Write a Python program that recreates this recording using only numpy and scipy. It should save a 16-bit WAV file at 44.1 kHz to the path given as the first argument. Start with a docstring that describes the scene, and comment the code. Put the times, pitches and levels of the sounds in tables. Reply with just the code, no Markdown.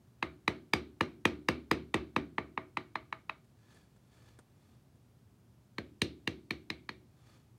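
"""A mallet taps a steel stamp into leather on a stone slab, in two quick runs in a small workshop.
Each tap is a hard clack with a short clink of steel on top and a slab thud that sets the bench ringing.
Stronger blows sound brighter; the second run uses another stamp, with less knock and a deeper thud.
Between the runs tools touch down and a hand slides and turns the leather; one more slide ends the scene.
Under it all lies a faint bed of room air and motor hum."""
import sys
import numpy as np
from scipy import signal
from scipy.fft import rfft, irfft, next_fast_len
from scipy.io import wavfile

SR = 44100
rng = np.random.default_rng(int(sys.argv[2]) if len(sys.argv) > 2 else 0)


def persist_wave(psi):
    """Save psi, clipped to +-1, as 16-bit WAV."""
    counts = np.round(np.clip(psi, -1, 1) * 32767).astype(np.int16)
    wavfile.write(sys.argv[1], SR, np.atleast_2d(counts).T)


N = 334278
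TIME = np.arange(N) / SR

# spectral shape of the room air: f/Hz, level/dB
AIR_COLOUR = [(15, -80), (25, -47), (53, -12.5), (84, -11.5), (117, -7), (180, -15), (229, -15),
              (263, -17.5), (285, -21.5), (405, -23), (451, -28.5), (624, -29.5), (2050, -41),
              (10700, -47.5), (16000, -50.5)]
# mallet taps: t/s, force/dB, hardness/dB, low and high bending pitch of the stamp f/Hz
TAPS = [(0.2281, -6.5, 0, 2094, 3840), (0.48, -1, 2, 2073, 3920), (0.7364, 1.5, 5, 2270, 4800),
        (1.0103, 0.5, -0.5, 2850, 4080), (1.255, 4, 1.5, 2450, 3200), (1.4877, 3, 2, 2670, 4800),
        (1.7144, 3, 2, 2544, 4900), (1.9436, 2, 0.5, 2617, 3600), (2.1647, 0.5, -3.5, 2290, 3760),
        (2.3837, -5.5, -6.5, 2216, 4020), (2.5776, -10.5, -9, 2245, 3700), (2.7726, -11.5, 0.5, 2053, 3940),
        (2.9572, -16.5, 0, 2084, 4100), (3.128, -23.5, 1.5, 2210, 3890), (3.2969, -24, 3, 2560, 3800),
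        (5.7845, -6.5, -5.5, 1580, 4240), (6.0194, 1.5, 4, 2780, 4080), (6.2765, -3, 0.5, 2746, 4100),
        (6.509, -7, 0.5, 2334, 4330), (6.7034, -10.5, 1.5, 2154, 4050), (6.8928, -15.5, 0.5, 1914, 4300)]
# centres of a tap's five registers (thud, knock, clack, ring, snap): f/Hz
REGISTERS_HZ = [400, 1050, 2100, 4400, 8500]
# damped modes of mallet and hand-held stamp, grouped from knock to snap: f/Hz, width/Hz, level/dB
TOOL_MODES = [
    [(1057, 440, 1.5)],
    [(1851, 320, -3.5), (2364, 600, -4)],
    [(3050, 520, -4.5), (3778, 440, -3.5), (4760, 700, -9)],
    [(6325, 1300, -2.5), (8690, 1700, -5.5), (12500, 4500, -10)],
]
# lingering resonances of tools and slab, grouped likewise: f/Hz, width/Hz, level/dB, t60/s
AFTER_RING_MODES = [
    [(647.5, 21, -16.5, 0.26), (1200, 110, -15, 0.22)],
    [(1880, 140, -22.5, .2), (2250, 230, -18.5, 0.29)],
    [(3845, 380, -16, 0.23)],
    [(5440, 1400, -11, 0.22), (8600, 790, -20.5, 0.15)],
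]
# spectral shape of the slab's thud: f/Hz, level/dB
THUD_COLOUR = [(40, -40.5), (70, -9), (110, -5), (190, -5), (310, -3), (490, -8), (600, -22), (900, -35),
               (2500, -91.5)]
# room reverb by half octave, relative to the tap: f/Hz, level/dB, t60/s
ROOM_TAIL = [(70, -19, 0.16), (171, -19.5, 0.58), (253.3, -11, 0.58), (340, -7, .45), (444, -13, 0.29),
             (690, -14.5, 0.25), (940, -14.5, 0.24), (1300, -16.5, 0.32), (2370, -16.3, 0.24),
             (3700, -13, 0.36), (5300, -19, 0.1), (8240, -17.5, .22), (15000, -27, 0.21)]
# modes of bench and slab: f/Hz, level/dB, t60/s
BENCH_MODES = [(74, -14.5, 0.46), (115, -19.5, 0.29), (157.5, -20.5, 0.55), (230, -25, 0.56),
               (246.4, -19.5, .42), (281.7, -20, .45), (299.6, -17, 0.57), (327, -15, .42), (368, -15, .45),
               (481, -16, 0.17)]
# early reflections of the thud: delay/s, level/dB
THUD_ECHOES = [(.0095, -14), (0.0181, -14)]
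# light touches of the tools: t/s, level/dB
TOUCHES = [(3.445, -66), (3.745, -62.5), (3.963, -63.5), (4.389, -54), (4.956, -72)]
# spectral shape of a touch: f/Hz, level/dB
TOUCH_COLOUR = [(200, 16), (500, 11.5), (800, 1.5), (1250, 1.5), (1700, 2), (2600, -10), (5500, -14),
                (8500, -3.5), (15000, -30)]
# slides of hand and leather: full speed at t/s, hold/s, level/dB, scrape f/Hz
SLIDES = [(3.74, 0.028, -65.5, 1717), (4.175, 0.13, -67.5, 1722), (4.63, .11, -75, 1220),
          (7.27, .08, -67.5, 1220)]
# spectral shape of the rubbing: f/Hz, level/dB
SLIDE_COLOUR = [(300, 8), (750, 1), (1500, -0.5), (2000, -3.5), (3500, -6), (7000, -9), (10000, -14),
                (16000, -25)]
# resonances excited by the rubbing: f/Hz, width/Hz, level/dB
SLIDE_MODES = [(1220, 55, -17), (1720, 80, -18), (2390, 230, -17), (3440, 240, -14.5), (4470, 290, -14.5)]

# each stamp's voice at force and hardness 0: knock, clack, ring, snap level/dB
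FIRST_STAMP, SECOND_STAMP = (-31, -28.5, -39, -49.5), (-44, -32, -36.5, -47.8)
STAMP_CHANGE_S = 4.5
# a stronger or harder blow is shorter and so brighter: knock, clack, ring, snap slope/(dB per dB)
PER_FORCE, PER_HARDNESS = (.24, .46, .61, .96), (.1, .36, 1, 1.15)


def from_db(db):
    """Decibels to gain."""
    return 10 ** (np.asarray(db) / 20)


def unit_rms(x):
    """Scale to rms 1."""
    return x / np.sqrt(np.mean(x ** 2) + 1e-20)


def unit_hit(x):
    """Scale a short sound to the energy of 10 ms at rms 1."""
    return x / np.sqrt(np.sum(x ** 2) / (SR / 100) + 1e-20)


def at_hz(table, hz, column=1):
    """Read a column of a table on a log-frequency axis."""
    table = np.array(table)
    return np.interp(np.log(hz), np.log(table[:, 0]), table[:, column])


def band(x, hz, width_hz, order=2):
    """A flat-topped resonance."""
    edges = np.clip([hz - width_hz / 2, hz + width_hz / 2], 10, .48 * SR)
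    return signal.sosfilt(signal.butter(order, edges, "band", fs=SR, output="sos"), x + 1e-18)


def add(out, s, sound):
    """Mix a sound in at time s."""
    i = max(0, round(s * SR))
    out[i:i + len(sound)] += sound[:max(0, len(out) - i)]


def coloured_noise(colour):
    """Noise with a given spectral shape, rms 1."""
    size = next_fast_len(N)
    hz = np.maximum(np.fft.rfftfreq(size, 1 / SR), 1)
    spectrum = rfft(rng.standard_normal(size)) * from_db(at_hz(colour, hz))
    return unit_rms(irfft(spectrum, size)[:N])


def band_noise(hz, width_hz, order=2):
    """Noise in one band, rms 1."""
    return unit_rms(band(rng.standard_normal(N), hz, width_hz, order))


def drift(per_s):
    """A random wobble, rms 1."""
    knots = np.arange(0, N / SR + 1, 1 / per_s)
    return unit_rms(np.interp(TIME, knots, rng.standard_normal(len(knots))))


def lingering(hz, width_hz, t60):
    """A resonance carried on by the room: a grainy, dying ring."""
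    t = TIME[:SR // 3]
    settled = band(rng.standard_normal(2 * len(t)), hz, width_hz)[len(t):]
    return unit_hit(settled * from_db(-60 * t / t60))


def room_tone(air_db=-63.5, hum_hz=119.2, hum_db=-72, waver_db=3):
    """The bed: low air noise and a wavering motor hum."""
    hum = np.sqrt(2) * np.sin(2 * np.pi * hum_hz * TIME) * from_db(hum_db + waver_db * drift(7))
    return from_db(air_db) * coloured_noise(AIR_COLOUR) + hum


def strikes(base_thud_db=-30, base_send_db=-.5, send_per_force=.07):
    """Cue each tap: t/s, thud level/dB, knock-to-snap levels/dB, clink pitches/Hz, room send/dB."""
    for s, force_db, hardness_db, *clink_hz in TAPS:
        voice_db = np.array(FIRST_STAMP if s < STAMP_CHANGE_S else SECOND_STAMP)
        tool_db = voice_db + force_db * np.array(PER_FORCE) + hardness_db * np.array(PER_HARDNESS)
        send_db = base_send_db + send_per_force * force_db   # strong blows fill the room more
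        yield s, base_thud_db + force_db, tool_db, clink_hz, send_db


def steel_clink(db=-5, t60=0.028, rise_s=0.00033, lead_s=0.0022, tail_db=-16):
    """The grip lets two bending modes of the steel sing briefly; their pitches linger faintly."""
    out, t = np.zeros(N), TIME[:SR // 20]
    envelope = (1 - np.exp(-t / rise_s)) ** 2 * from_db(-60 * t / t60)
    for s, _, tool_db, clink_hz, send_db in strikes():
        for hz in clink_hz:
            register_db = np.interp(np.log(hz), np.log(REGISTERS_HZ[1:]), tool_db)
            ping = unit_hit(envelope * np.sin(2 * np.pi * hz * t))
            add(out, s - lead_s, from_db(register_db + db) * ping)
            tail = lingering(hz, width_hz=160, t60=0.19)
            add(out, s, from_db(register_db + send_db + tail_db) * tail)
    return out


def mallet_clack(contact_s=0.00084, chatter_hz=2200, grip_detune=0.039, spread_db=1.5, lag_s=0.00018):
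    """The mallet lands and chatters on the steel, most in the treble; the grip detunes each tap."""
    out, t = np.zeros(N), TIME[:SR // 25]
    impact = len(t) // 5
    landing = unit_hit(signal.unit_impulse(len(t), impact))
    pressure = 1 / np.cosh((t - t[impact]) / contact_s)
    for s, _, tool_db, _, _ in strikes():
        for modes, register_db in zip(TOOL_MODES, tool_db):
            for hz, width_hz, mode_db in modes:
                chatter = (hz / chatter_hz) ** 2 * unit_hit(pressure * rng.standard_normal(len(t)))
                gripped_hz = hz * (1 + grip_detune * rng.uniform(-1, 1))
                ringing = unit_hit(band(landing + chatter, gripped_hz, width_hz, order=3))
                crest_s = np.average(t, weights=ringing ** 2)   # all modes crest together
                gain = from_db(register_db + mode_db + spread_db * rng.normal())
                add(out, s + lag_s - crest_s, gain * ringing)
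    return out


def after_ring(spread_db=1.5):
    """Tools and slab leave a faint, diffuse ring, a little different every time."""
    out = np.zeros(N)
    for s, _, tool_db, _, send_db in strikes():
        for modes, register_db in zip(AFTER_RING_MODES, tool_db):
            for hz, width_hz, mode_db, t60 in modes:
                gain = from_db(register_db + send_db + mode_db + spread_db * rng.normal())
                add(out, s, gain * lingering(hz, width_hz, t60))
    return out


def slab_thud(late_cycles=1.15, lag_s=.0002, second_pitch=0.89):
    """The leather cushions the blow; the slab thuds with its lows arriving last, so the pitch falls."""
    out = np.zeros(N)
    hz = np.maximum(np.fft.rfftfreq(8192, 1 / SR), 1)
    down_sweep = np.exp(-2j * np.pi * late_cycles * np.log(hz))
    for s, thud_db, *_ in strikes():
        pitch = 1 if s < STAMP_CHANGE_S else second_pitch   # the second stamp sinks in more slowly
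        thud = irfft(from_db(at_hz(THUD_COLOUR, hz / pitch)) * down_sweep)
        add(out, s + lag_s, from_db(thud_db) * unit_hit(thud[:SR // 10]))
    return out


def workshop_reverb(build_s=0.0011, near_db=3, near_t60=0.12):
    """Each tap washes into the room: quick returns off hands and bench, then a tail dying band by band."""
    out, t = np.zeros(N), TIME[:SR * 2 // 3]
    near = from_db(near_db - 60 * t / near_t60)
    edges_hz = 50 * 2 ** (np.arange(18) / 2)   # half octaves
    for low, high in zip(edges_hz, edges_hz[1:]):
        hz = (low + high) / 2
        attack = 1 - np.exp(-t / (build_s + 2 / hz))
        tail = from_db(-60 * t / at_hz(ROOM_TAIL, hz, column=2))
        envelope = unit_hit(attack * np.hypot(tail, near))
        power = np.zeros(N)
        for s, thud_db, tool_db, _, send_db in strikes():
            register_db = np.interp(np.log(hz), np.log(REGISTERS_HZ), [thud_db, *tool_db])
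            add(power, s, (from_db(register_db + send_db) * envelope) ** 2)
        out += from_db(at_hz(ROOM_TAIL, hz)) * np.sqrt(power) * band_noise(hz, high - low, order=3)
    return out


def bench_ring(swell_s=0.0053, spread_db=3.5, lag_s=.003):
    """The bench takes up each thud over a few cycles and rings on."""
    out, t = np.zeros(N), TIME[:SR * 2 // 3]
    swell = 1 - np.exp(-t / swell_s)
    modes = np.array([(-1) ** k * swell * from_db(db - 60 * t / t60) * np.sin(2 * np.pi * hz * t)
                      for k, (hz, db, t60) in enumerate(BENCH_MODES)])
    for s, thud_db, *_ in strikes():
        gains = from_db(thud_db + spread_db * rng.standard_normal(len(modes)))
        add(out, s + lag_s, gains @ modes)
    return out


def thud_echoes(thuds):
    """The thud bounces back from the bench top and a wall."""
    out = np.zeros(N)
    for delay_s, db in THUD_ECHOES:
        add(out, delay_s, from_db(db) * thuds)
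    return out


def tool_touches(t60=0.0536):
    """A tool touches down with a soft, dull tick."""
    out, t = np.zeros(N), TIME[:SR // 8]
    noise = coloured_noise(TOUCH_COLOUR)
    for s, db in TOUCHES:
        tick = noise[round(s * SR):][:len(t)] * from_db(-60 * t / t60)
        add(out, s, from_db(db) * unit_hit(tick))
    return out


def leather_slides(rough_db=1.5, scrape_db=-11.5, rise_db_per_s=100, fall_db_per_s=125):
    """Skin and leather rub with an uneven grain, each stroke swelling, holding and fading."""
    out = np.zeros(N)
    resonances = sum(from_db(db) * band_noise(hz, width_hz) for hz, width_hz, db in SLIDE_MODES)
    rubbing = coloured_noise(SLIDE_COLOUR) + resonances
    grain_db = rough_db * drift(per_s=110)
    for s, hold_s, db, scrape_hz in SLIDES:
        fade_in_db = rise_db_per_s * np.maximum(s - TIME, 0)
        fade_out_db = fall_db_per_s * np.maximum(TIME - s - hold_s, 0)
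        scrape = from_db(scrape_db) * band_noise(scrape_hz, width_hz=70)
        out += (rubbing + scrape) * from_db(db + grain_db - fade_in_db - fade_out_db)
    return out


def scene():
    """The mono mix: taps up front, their room behind, quiet handling and room tone underneath."""
    thuds = slab_thud()
    taps = mallet_clack() + steel_clink() + after_ring() + thuds + thud_echoes(thuds) + bench_ring()
    return (taps + workshop_reverb() + leather_slides() + tool_touches() + room_tone())[None]


def record(dry, low_cut_hz=56, high_cut_hz=15800):
    """The microphone drops the deep bass; a steep filter trims the very top."""
    low_cut = signal.butter(4, low_cut_hz, "high", fs=SR, output="sos")
    high_cut = signal.ellip(10, .2, 80, high_cut_hz, fs=SR, output="sos")
    return signal.sosfilt(high_cut, signal.sosfilt(low_cut, dry))


dry = scene()
out = record(dry)
persist_wave(out)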